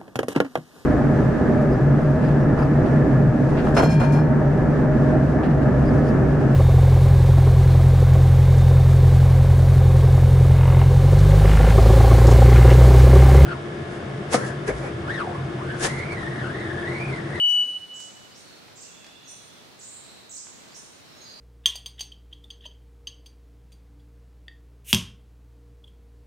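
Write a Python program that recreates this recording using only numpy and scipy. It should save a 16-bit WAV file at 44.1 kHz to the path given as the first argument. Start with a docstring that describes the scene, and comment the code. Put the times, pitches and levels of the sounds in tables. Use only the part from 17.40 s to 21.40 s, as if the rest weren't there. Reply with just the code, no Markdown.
"""Dense forest, a stereo microphone among the trees. A bellbird's pure, loud note ends and rings away,
its echo swelling and dipping as reflections interfere. Off to the right a small bird gives very fast
rising and arched chirps, which leaves and trunks smear into short hisses. Farther out other birds
whistle and twigs tick, over a soft bed of air in the canopy and distant insects."""
import sys
import numpy as np
from scipy import signal
from scipy.fft import rfft, irfft, next_fast_len
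from scipy.io import wavfile
from scipy.ndimage import map_coordinates

SR = 44100
rng = np.random.default_rng(int(sys.argv[2]) if len(sys.argv) > 2 else 0)


def wav_out(sig):
    """Save sig, one row per channel (or a flat mono array), as 16-bit PCM at SR to the path in sys.argv[1]."""
    wavfile.write(sys.argv[1], SR, np.round(np.clip(np.atleast_2d(sig).T, -1, 1) * 32767).astype(np.int16))


N = 176400
TOP_HZ = 15780  # upper edge of the microphone's band


def amp(db):
    """Decibels to gain."""
    return 10 ** (np.asarray(db) / 20)


def along(points, hz):
    """Read (frequency, value) points at hz, on a log frequency axis."""
    freqs, values = np.transpose(points)
    return np.interp(np.log(hz + 1), np.log(freqs + 1), values)


def wobble(rate):
    """A smooth random curve, rate knots a second."""
    return map_coordinates(rng.standard_normal(int(N * rate / SR) + 4), [np.arange(N) * rate / SR])


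def filtered(x, response):
    """Filter x by a gain given as a function of frequency."""
    size = next_fast_len(N + SR // 2)
    return irfft(rfft(x, size) * response(np.fft.rfftfreq(size, 1 / SR)), size)[..., :N]


def rush(spectrum):
    """Coloured noise of rms 1, unrelated left and right."""
    noise = filtered(rng.standard_normal((2, N)), lambda hz: amp(along(spectrum, hz)))
    return noise / np.sqrt(np.mean(noise ** 2) + 1e-20)


def pan(db):
    """Left and right gains for a level difference; negative is to the microphone's right."""
    return amp(np.array([[.5], [-.5]]) * db)


def add(out, start, x):
    """Mix x into out, start seconds in."""
    i = max(round(start * SR), 0)
    out[:, i:i + x.shape[-1]] += x[..., :max(N - i, 0)]


def tone(hz, taper):
    """A bird's note on a pitch path, with soft ends and a faint octave."""
    phase = 2 * np.pi * np.cumsum(hz) / SR
    octave = amp(-24) * np.sin(2 * phase) * (2 * hz < SR / 2)
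    return (np.sin(phase) + octave) * signal.windows.tukey(len(hz), taper)


# How long the forest rings around the microphone (frequency [Hz], time to fall 60 dB [s])
FOREST_DECAY = [(1000, 1), (4000, 0.57), (6500, 0.96), (9000, 0.9), (14000, 0.13)]
def forest_echo(x, build_s=0.0063, early_db=2, early_s=.07):
    """Scattering by leaves and trunks: it builds quickly, and the highest treble dies first."""
    hz, t, noise = signal.stft(rng.standard_normal((2, SR)), SR, nperseg=256)
    decay_db = early_db * np.exp(-t / early_s) - 60 * t / along(FOREST_DECAY, hz)[:, None]
    envelope = (1 - np.exp(-t / build_s)) * amp(decay_db)
    tail = signal.istft(noise * envelope, SR, nperseg=256)[1]
    return signal.fftconvolve(x[None], tail / np.linalg.norm(tail[0]), axes=1)


def at_microphone(x, direct_db, echo_db):
    """A sound arriving both straight and by way of the trees."""
    out = amp(echo_db) * forest_echo(x)
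    out[:, :len(x)] += amp(direct_db) * x
    return out


# The bellbird's note, then each wave of its echo (time [s], relative level [dB], left minus right [dB])
BELL_WAVES = [
    [(0.0, -21.5, 4), (0.042, -17.5, 2), (0.106, -21.5, 9.5), (0.182, -19.5, 2), (0.224, -21, 4),
     (0.272, -34.5, 5)],
    [(0.29, -27.5, 4), (0.32, -33, -5)],
    [(0.335, -34, 2), (0.369, -29, -5.5), (0.394, -50, -5.0)],
    [(0.41, -44, -6), (0.44, -37.5, -3), (0.478, -56, 7)],
    [(0.49, -47, -0.5), (0.516, -39.5, -2), (0.638, -45, -7.5), (0.704, -49, -1.0), (0.73, -67, 1),
     (0.766, -51, -4.0), (0.806, -61.5, -3.5), (0.862, -54, -8), (0.89, -77, -3.0), (0.92, -59, -5),
     (1.026, -78, -2.5), (1.05, -68, -5)],
]
# Its harmonics, from the second upward (level [dB], fall after the note [dB/s])
BELL_HARMONICS = [(-58.5, 91.5), (-55, 62), (-62.5, 133), (-71, 150)]
def bellbird(pitch_hz=2954, direct_s=0.11, harmonics_end_s=0.21):
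    """One steady pitch with faint overtones; its echo drifts in phase between left and right."""
    t = np.arange(N) / SR
    times, levels, sides = np.transpose(np.vstack(BELL_WAVES))
    echo_share = np.clip(t / direct_s - 1, 0, 1)
    wander_rad = 0.28 + 0.395 * echo_share
    lead_rad = 1.2 * (1 - echo_share) + .25 * wobble(14)  # the direct note reaches the left side first
    phase = 2 * np.pi * pitch_hz * t + wander_rad * wobble(10) + lead_rad * np.array([[.5], [-.5]])
    dying_db = 60 * np.maximum(t - times[-1], 0) / along(FOREST_DECAY, pitch_hz)
    envelope = amp(.5 + np.interp(t, times, levels) - dying_db)
    out = envelope * pan(np.interp(t, times, sides)) * np.sin(phase)
    after_s = np.maximum(t - harmonics_end_s, 0)
    for k, (db, fall) in enumerate(BELL_HARMONICS, 2):
        drift = k * wander_rad * np.array([wobble(5.7), wobble(8.8)])
        waver_db = 3 * np.array([wobble(20), wobble(20)])
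        out += amp(db - fall * after_s + waver_db) * np.sin(2 * np.pi * k * pitch_hz * t + drift)
    return np.sqrt(2) * out


# Air in the leaves overhead (frequency [Hz], relative spectral density [dB])
CANOPY_SPECTRUM = [(15, -44.5), (25, -12.5), (59, -10), (110, -1), (227, -0.5), (537, -4), (598, -3.5),
                   (684, -4.5), (848, -7), (1300, -8), (1660, -8.5), (1800, -9.5), (4260, -10.5),
                   (5880, -14.5), (6730, -17.5), (9050, -22), (15500, -29)]
# Insects far from the microphone (frequency [Hz], relative spectral density [dB])
INSECT_SPECTRUM = [(3000, -55), (3700, -10.5), (4100, -5), (4500, -15.5), (5300, -48.5)]
def canopy_and_insects():
    """A broad, soft rush of leaves and a narrow band of insects, each wavering slowly in level."""
    air = amp(-50.5 + 0.92 * wobble(5)) * rush(CANOPY_SPECTRUM)
    insects = amp(-61.5 + 4.5 * wobble(2.6)) * rush(INSECT_SPECTRUM)
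    return (air + insects) * pan(-.9)


# Thin whistles from the trees to the right
# (time [s], length [s], start pitch [Hz], end pitch [Hz], warble [Hz], relative level [dB])
THIN_WHISTLES = [(.05, .025, 6800, 6720, 150.5, -61), (.91, 0.025, 4780, 4900, 50, -59.5),
                 (1.84, 0.026, 6600, 6540, 120, -59), (2.42, 0.056, 7580, 7940, 893, -49),
                 (2.465, .11, 7860, 8040, 950, -52.5), (3.31, 0.018, 7200, 7200, 300, -59),
                 (3.313, 0.012, 4710, 4940, 200, -58.5)]
# Mostly longer, lower calls from deep in the forest; same columns
DISTANT_CALLS = [(1.03, 0.173, 4350, 4290, 68.8, -62), (1.03, .25, 1480, 1300, 100, -66.5),
                 (1.4, .6, 2650, 2750, 205.5, -63), (1.48, .46, 3430, 3500, 121, -59.5),
                 (1.9, 0.34, 3400, 3420, 131, -62.5), (3.67, 0.2, 5400, 5400, 70, -64),
                 (3.76, 0.079, 6650, 6550, 300, -62), (3.815, 0.034, 6480, 6450, 60.4, -52),
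                 (3.79, 0.21, 4230, 4157, 140, -56), (3.83, .21, 4780, 4660, 148.6, -52)]
def whistling_birds(calls, direct_db, echo_db):
    """Gliding notes with a fast, uneven warble, carried through the trees."""
    out = np.zeros((2, N))
    for start, length, start_hz, end_hz, warble_hz, db in calls:
        n = int(length * SR)
        hz = np.linspace(start_hz, end_hz, n) + warble_hz * np.tanh(wobble(360)[:n])
        add(out, start, at_microphone(amp(db) * tone(hz, taper=0.23), direct_db, echo_db))
    return out


# The small bird's upward sweeps (time [s], sweep [s], hold [s], start pitch [Hz], top pitch [Hz],
# relative level [dB], level change at the top [dB], bend [exponent])
RISING_CHIRPS = [(0.087, 0.013, 0.023, 5560, 9020, -43, -9, 2.2),
                 (0.946, 0.026, 0.022, 5200, 9010, -50.5, -10, 1.4),
                 (1.872, .012, .026, 5706, 9010, -41, -9.5, 2.9),
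                 (3.344, .018, 0.018, 4980, 9100, -40, -12.5, 1.1)]
def rising_chirps(warble_hz=220, sag_hz=500):
    """The pitch shoots up, then warbles and sags; more echo than direct sound reaches the microphone."""
    out = np.zeros((2, N))
    for start, sweep, hold, start_hz, top_hz, db, top_db, bend in RISING_CHIRPS:
        t = np.arange(int((sweep + hold) * SR)) / SR
        climb = np.minimum(t / sweep, 1) ** bend
        held = np.maximum(t - sweep, 0) / hold
        warble = climb * warble_hz * np.tanh(wobble(360)[:len(t)])
        hz = start_hz + (top_hz - start_hz) * climb - sag_hz * held ** 2 + warble
        note = amp(db + top_db * climb) * tone(hz, taper=0.16)
        add(out, start, at_microphone(note, direct_db=-3, echo_db=7))
    return out


# The same bird's arches
# (time [s], rise [s], fall [s], top pitch [Hz], end pitch [Hz], relative level [dB])
ARCHED_CHIRPS = [(0.539, 0.0076, 0.017, 7830, 4730, -46.5), (.592, 0.0049, 0.017, 8320, 4000, -44.5),
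                 (1.357, 0.0072, 0.019, 7680, 4290, -48.5), (1.406, 0.0056, 0.023, 8290, 3970, -46),
                 (2.391, 0.0052, 0.021, 8110, 3810, -47), (2.893, 0.0086, 0.02, 8010, 4990, -42.5),
                 (2.941, .012, .020, 8336, 4075, -40.5)]
# Strength of an arch's echo along its sweep (pitch [Hz], relative level [dB])
ARCH_ECHO = [(4000, -8), (5000, -3.5), (5800, -1.5), (6700, 0), (7600, -2.5), (8500, -4.5)]
def arched_chirps(start_hz=5764, direct_db=-2.5, echo_db=7):
    """The pitch flicks up and drops within a few hundredths of a second; the trees smear it to a hiss."""
    out = np.zeros((2, N))
    for start, rise, fall, top_hz, end_hz, db in ARCHED_CHIRPS:
        t = np.arange(int((rise + fall) * SR)) / SR
        rise_left = np.maximum(1 - t / rise, 0)
        fallen = np.maximum(t - rise, 0) / fall
        hz = top_hz - (top_hz - start_hz) * rise_left ** 2 - (top_hz - end_hz) * fallen ** 1.6
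        note = amp(db) * tone(hz, taper=0.11)
        add(out, start, amp(direct_db) * note)
        add(out, start, forest_echo(amp(echo_db + along(ARCH_ECHO, hz)) * note))
    return out


# Twigs and drips, a little right of the microphone
# (time [s], relative level [dB], left minus right [dB], treble edge [Hz])
TWIG_TICKS = [(.601, -41, -6, 14000), (1.281, -40, -2.5, 3000), (1.644, -38, -3, 5000),
              (1.666, -40, -2, 8000), (3.069, -33, -2, 2000), (3.305, -40, -2, 3000)]
# The colour they share (frequency [Hz], gain [dB])
TWIG_COLOUR = [(900, 16), (2000, 12), (5500, 15.5), (9000, 8.5), (15000, -2.5)]
def twigs(t60_s=0.026, low_cut_hz=600):
    """Tiny cracks and soft knocks among the leaves, each a fast-dying burst of noise with its echo."""
    out = np.zeros((2, N))
    t = np.arange(SR // 20) / SR
    for start, db, side_db, edge_hz in TWIG_TICKS:
        burst = amp(db - 11.5 - 60 * t / t60_s) * rng.standard_normal(len(t))
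        crack = signal.lfilter(*signal.butter(2, edge_hz, fs=SR), burst)
        add(out, start, pan(side_db) * at_microphone(crack, direct_db=0, echo_db=-0.5))
    return filtered(out, lambda hz: amp(along(TWIG_COLOUR, hz)) * hz ** 2 / (hz ** 2 + low_cut_hz ** 2))


def scene():
    """The forest from where the microphone stands, with the smaller birds to its right."""
    whistles = whistling_birds(THIN_WHISTLES, direct_db=1, echo_db=6.5) * pan(-3.5)
    distant_birds = whistling_birds(DISTANT_CALLS, direct_db=2, echo_db=2) * pan(-4)
    bell_note = bellbird()
    small_bird = (rising_chirps() + arched_chirps()) * pan(-3.5)
    return bell_note + whistles + small_bird + distant_birds + twigs() + canopy_and_insects()


def record(dry):
    """The microphone keeps nothing above its band limit."""
    return filtered(dry, lambda hz: hz < TOP_HZ)


dry = scene()
out = record(dry)
wav_out(out)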